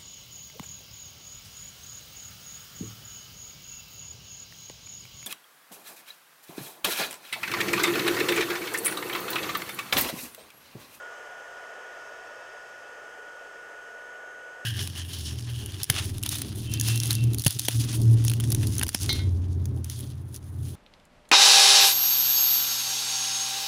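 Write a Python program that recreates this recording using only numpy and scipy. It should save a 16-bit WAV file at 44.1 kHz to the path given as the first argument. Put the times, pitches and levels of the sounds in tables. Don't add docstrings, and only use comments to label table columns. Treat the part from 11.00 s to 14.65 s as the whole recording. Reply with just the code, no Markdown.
import sys
import numpy as np
from scipy import signal
from scipy.fft import rfft, irfft, next_fast_len
from scipy.io import wavfile

SR = 44100
rng = np.random.default_rng(int(sys.argv[2]) if len(sys.argv) > 2 else 0)


def store_wav(level_fs):
    pcm = np.round(np.clip(np.atleast_2d(level_fs), -1, 1) * 32767)
    wavfile.write(sys.argv[1], SR, pcm.T.astype(np.int16))


def convert_level_to_amplitude(level_db):
    exponent = np.asarray(level_db, float) / 20
    return 10 ** exponent


N = 160965

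# time [s], level [dB], turned away [0-1], tipped over [0-1].
AIR_AND_AIM = [(0, -44, 0.14, 0), (.4, -44.5, 0.07, 0.05), (.75, -44.5, 0.37, 0.35), (1.0, -44, 0.48, 0.73),
               (1.4, -45, 0.48, 0.96), (1.8, -45.5, 0.46, 0.66), (2.2, -45, 0.54, 0), (2.4, -45.5, .7, 0.5),
               (2.7, -46, 0.62, 0.2), (3.2, -47, 0.63, .05), (3.65, -46.5, 1, 0.35)]
# time [s], shaft rate [Hz].
SHAFT_SPEED = [(0, 289.8), (.3, 290.5), (.85, 291.7), (1.1, 291.7), (1.4, 291.45), (1.95, 291.6),
               (2.3, 292.55), (2.52, 291.85), (2.7, 292.7), (3.0, 293.35), (3.2, 293.2), (3.55, 294.0),
               (3.65, 294.0)]


def rms_one(x):
    return x / np.sqrt(np.mean(x ** 2) + 1e-20)


def in_time(rows):
    time_s, *columns = np.transpose(rows)
    return [np.interp(np.arange(N) / SR, time_s, column) for column in columns]


def slope_db(points, hz, edge_db=-200):
    point_hz, point_db = np.transpose(points)
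    return np.interp(np.log(hz + 1), np.log(point_hz), point_db, left=edge_db, right=edge_db)


def peaks_db(rows, hz):
    return sum(db / (1 + (2 * (hz - centre_hz) / width_hz) ** 2) for centre_hz, width_hz, db in rows)


def drift(rate_hz):
    hop, settle = 40, 4000
    pole = np.exp(-2 * np.pi * rate_hz * hop / SR)
    noise = rng.standard_normal(N // hop + settle + 2)
    slow = signal.lfilter([1], [1, -2 * pole, pole ** 2], noise)[settle:]
    return np.interp(np.arange(N) / hop, np.arange(len(slow)), rms_one(slow - slow.mean()))


def aim_db(hz):
    # frequency [Hz], change [dB].
    turned = [(500, 3.16), (1050, -5.5), (1400, 0), (1800, -.5), (3100, -2.5), (5400, -5), (8500, -.7),
              (12000, -1.5)]
    # frequency [Hz], width [Hz], change [dB].
    tipped = [(1010, 340, 2), (1500, 200, -3.5), (1750, 100, 1), (2610, 58, 7), (2900, 300, -1.5),
              (3700, 400, 3), (4760, 840, 5), (5600, 220, 7.5), (6300, 200, 1.5), (11800, 1000, -0.5)]
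    held = [(10, turned[0][1]), *turned, (SR, turned[-1][1])]
    return slope_db(held, hz), peaks_db(tipped, hz)


def fan(shaft_angle):
    order_levels = [-82, -65, -66, -65.5, -47, -71, -71, -91, -75, -75, -82, -87, -88, -83, -83, -91, -80,
                    -94, -79, -81, -81, -73, -96, -88, -82, -104, -103, -87, -92, -89, -93, -91, -98, -85,
                    -91, -106, -104, -109, -102, -106, -104, -102, -109, -107, -100, -107, -107, -107, -105,
                    -101]
    # time [s], blade tone level [dB].
    blade_tone = [(0, -43.5), (.3, -47), (.6, -47), (.85, -48), (1.1, -48), (1.4, -48.5), (1.7, -48.5),
                  (2.0, -49), (2.25, -47), (2.55, -48.5), (2.8, -46.5), (3.1, -45), (3.4, -45.5),
                  (3.65, -46)]
    blades = 5
    trim_db, rise_db_per_order = -0.5, 0.02
    blade_level_db, = in_time(blade_tone)
    _, turn, tip = in_time(AIR_AND_AIM)
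    out = np.zeros(N)
    for order, order_db in enumerate(order_levels, start=1):
        if order == blades:
            level_db = blade_level_db + 0.6 * drift(14)
        else:
            turned_db, tipped_db = aim_db(order * SHAFT_SPEED[0][1])
            level_db = order_db + trim_db + rise_db_per_order * order
            level_db = level_db + 1.2 * drift(0.9) + 1.5 * drift(8)
            level_db += turned_db * (turn - turn.mean()) + tipped_db * (tip - tip.mean())
        phase = rng.uniform(0, 2 * np.pi)
        out += np.sqrt(2) * convert_level_to_amplitude(level_db) * np.sin(order * shaft_angle + phase)
    return out


def room(x):
    t60_s, wall_db, wall_cut_hz = 0.35, -15, 3500
    t = np.arange(SR // 2) / SR
    tail = rng.standard_normal(len(t)) * convert_level_to_amplitude(-60 * t / t60_s) * (t > 0.004)
    tail /= np.sqrt(np.sum(tail ** 2))
    tail = signal.lfilter(*signal.butter(1, wall_cut_hz, fs=SR), tail)
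    return x + convert_level_to_amplitude(wall_db) * signal.fftconvolve(x, tail)[:len(x)]


def air(shaft_angle):
    # frequency [Hz], density [dB per Hz].
    rush = [(200, -29.5), (300, -13), (420, -2.5), (1000, -1), (1900, -2), (2200, -9), (3200, -12),
            (4200, -28.5)]
    hiss = [(2500, -32), (4200, -24.5), (5000, -18.5), (6800, -18.5), (8200, -22), (9500, -31),
            (12200, -31), (16000, -38)]
    # frequency [Hz], width [Hz], gain [dB].
    housing = [(458, 54, 1.5), (510, 74, 3), (600, 108, 3), (699, 99, 5), (870, 41, -8), (947, 27, 3.5),
               (1118, 68, -6.5), (1390, 240, 4), (1565, 28, -3.5), (1744, 54, 3), (1846, 54, 3.5),
               (1970, 46, -8), (2102, 42, -6), (3050, 200, 3.5)]
    nozzle = [(4900, 160, 1), (5490, 240, 5), (5670, 210, -7), (6080, 120, 0.5), (6290, 190, 5),
              (7250, 140, -3.5), (7450, 150, -0.5), (8800, 160, -2.5), (9300, 120, 6.5), (10000, 97, 5),
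              (10200, 120, 4), (11650, 540, 1), (14650, 200, -10), (15450, 100, 6)]
    patchy_db, hiss_throb, trim_db = 0.45, 0.07, 9.5
    flow_db, turn, tip = in_time(AIR_AND_AIM)
    turn, tip = np.clip(turn, 0, 1), np.clip(tip, 0, 1)
    size = next_fast_len(N + SR)
    hz = np.arange(size // 2 + 1) * SR / size
    away, over = convert_level_to_amplitude(aim_db(hz))
    out = np.zeros(N)
    for slope, body, throb in ((rush, housing, 0), (hiss, nozzle, hiss_throb)):
        noise = rfft(room(rng.standard_normal(size)))
        noise = noise * convert_level_to_amplitude(slope_db(slope, hz) + peaks_db(body, hz))
        colours = (1, away, over, away * over)
        straight, turned, tipped, both = (irfft(noise * gain, size)[-N:] for gain in colours)
        upright = straight + turn * (turned - straight)
        tilted = tipped + turn * (both - tipped)
        swell = convert_level_to_amplitude(patchy_db * drift(1.02)) * (1 + throb * np.sin(shaft_angle))
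        out += swell * ((1 - tip) * upright + tip * tilted)
    return convert_level_to_amplitude(flow_db + trim_db) * out


def room_floor():
    # frequency [Hz], density [dB per Hz].
    rumble_slope = [(12, -32), (20, -3), (86, -11), (113, -8.5), (167, -9), (250, -5), (320, -29),
                    (550, -120)]
    rumble_db, hum_hz, hum_db = -73, 120, -81
    hz = np.arange(N // 2 + 1) * SR / N
    noise = rfft(rng.standard_normal(N))
    rumble = rms_one(irfft(noise * convert_level_to_amplitude(slope_db(rumble_slope, hz)), N))
    hum = np.sin(2 * np.pi * hum_hz * np.arange(N) / SR)
    return convert_level_to_amplitude(rumble_db) * rumble + convert_level_to_amplitude(hum_db + 3.3 * drift(0.5)) * hum


def scene():
    speed_hz, = in_time(SHAFT_SPEED)
    jitter_hz = 0.06 * drift(14)
    shaft_angle = 2 * np.pi * np.cumsum(speed_hz + jitter_hz) / SR
    return (fan(shaft_angle) + air(shaft_angle) + room_floor())[None]


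def roll_off(x):
    return signal.sosfilt(signal.butter(12, 15870, fs=SR, output="sos"), x)


def record(dry):
    cutoff_hz = 15740
    hz = np.arange(N // 2 + 1) * SR / N
    mix = irfft(rfft(dry) * (hz < cutoff_hz), N)
    return roll_off(mix)


dry = scene()
out = record(dry)
store_wav(out)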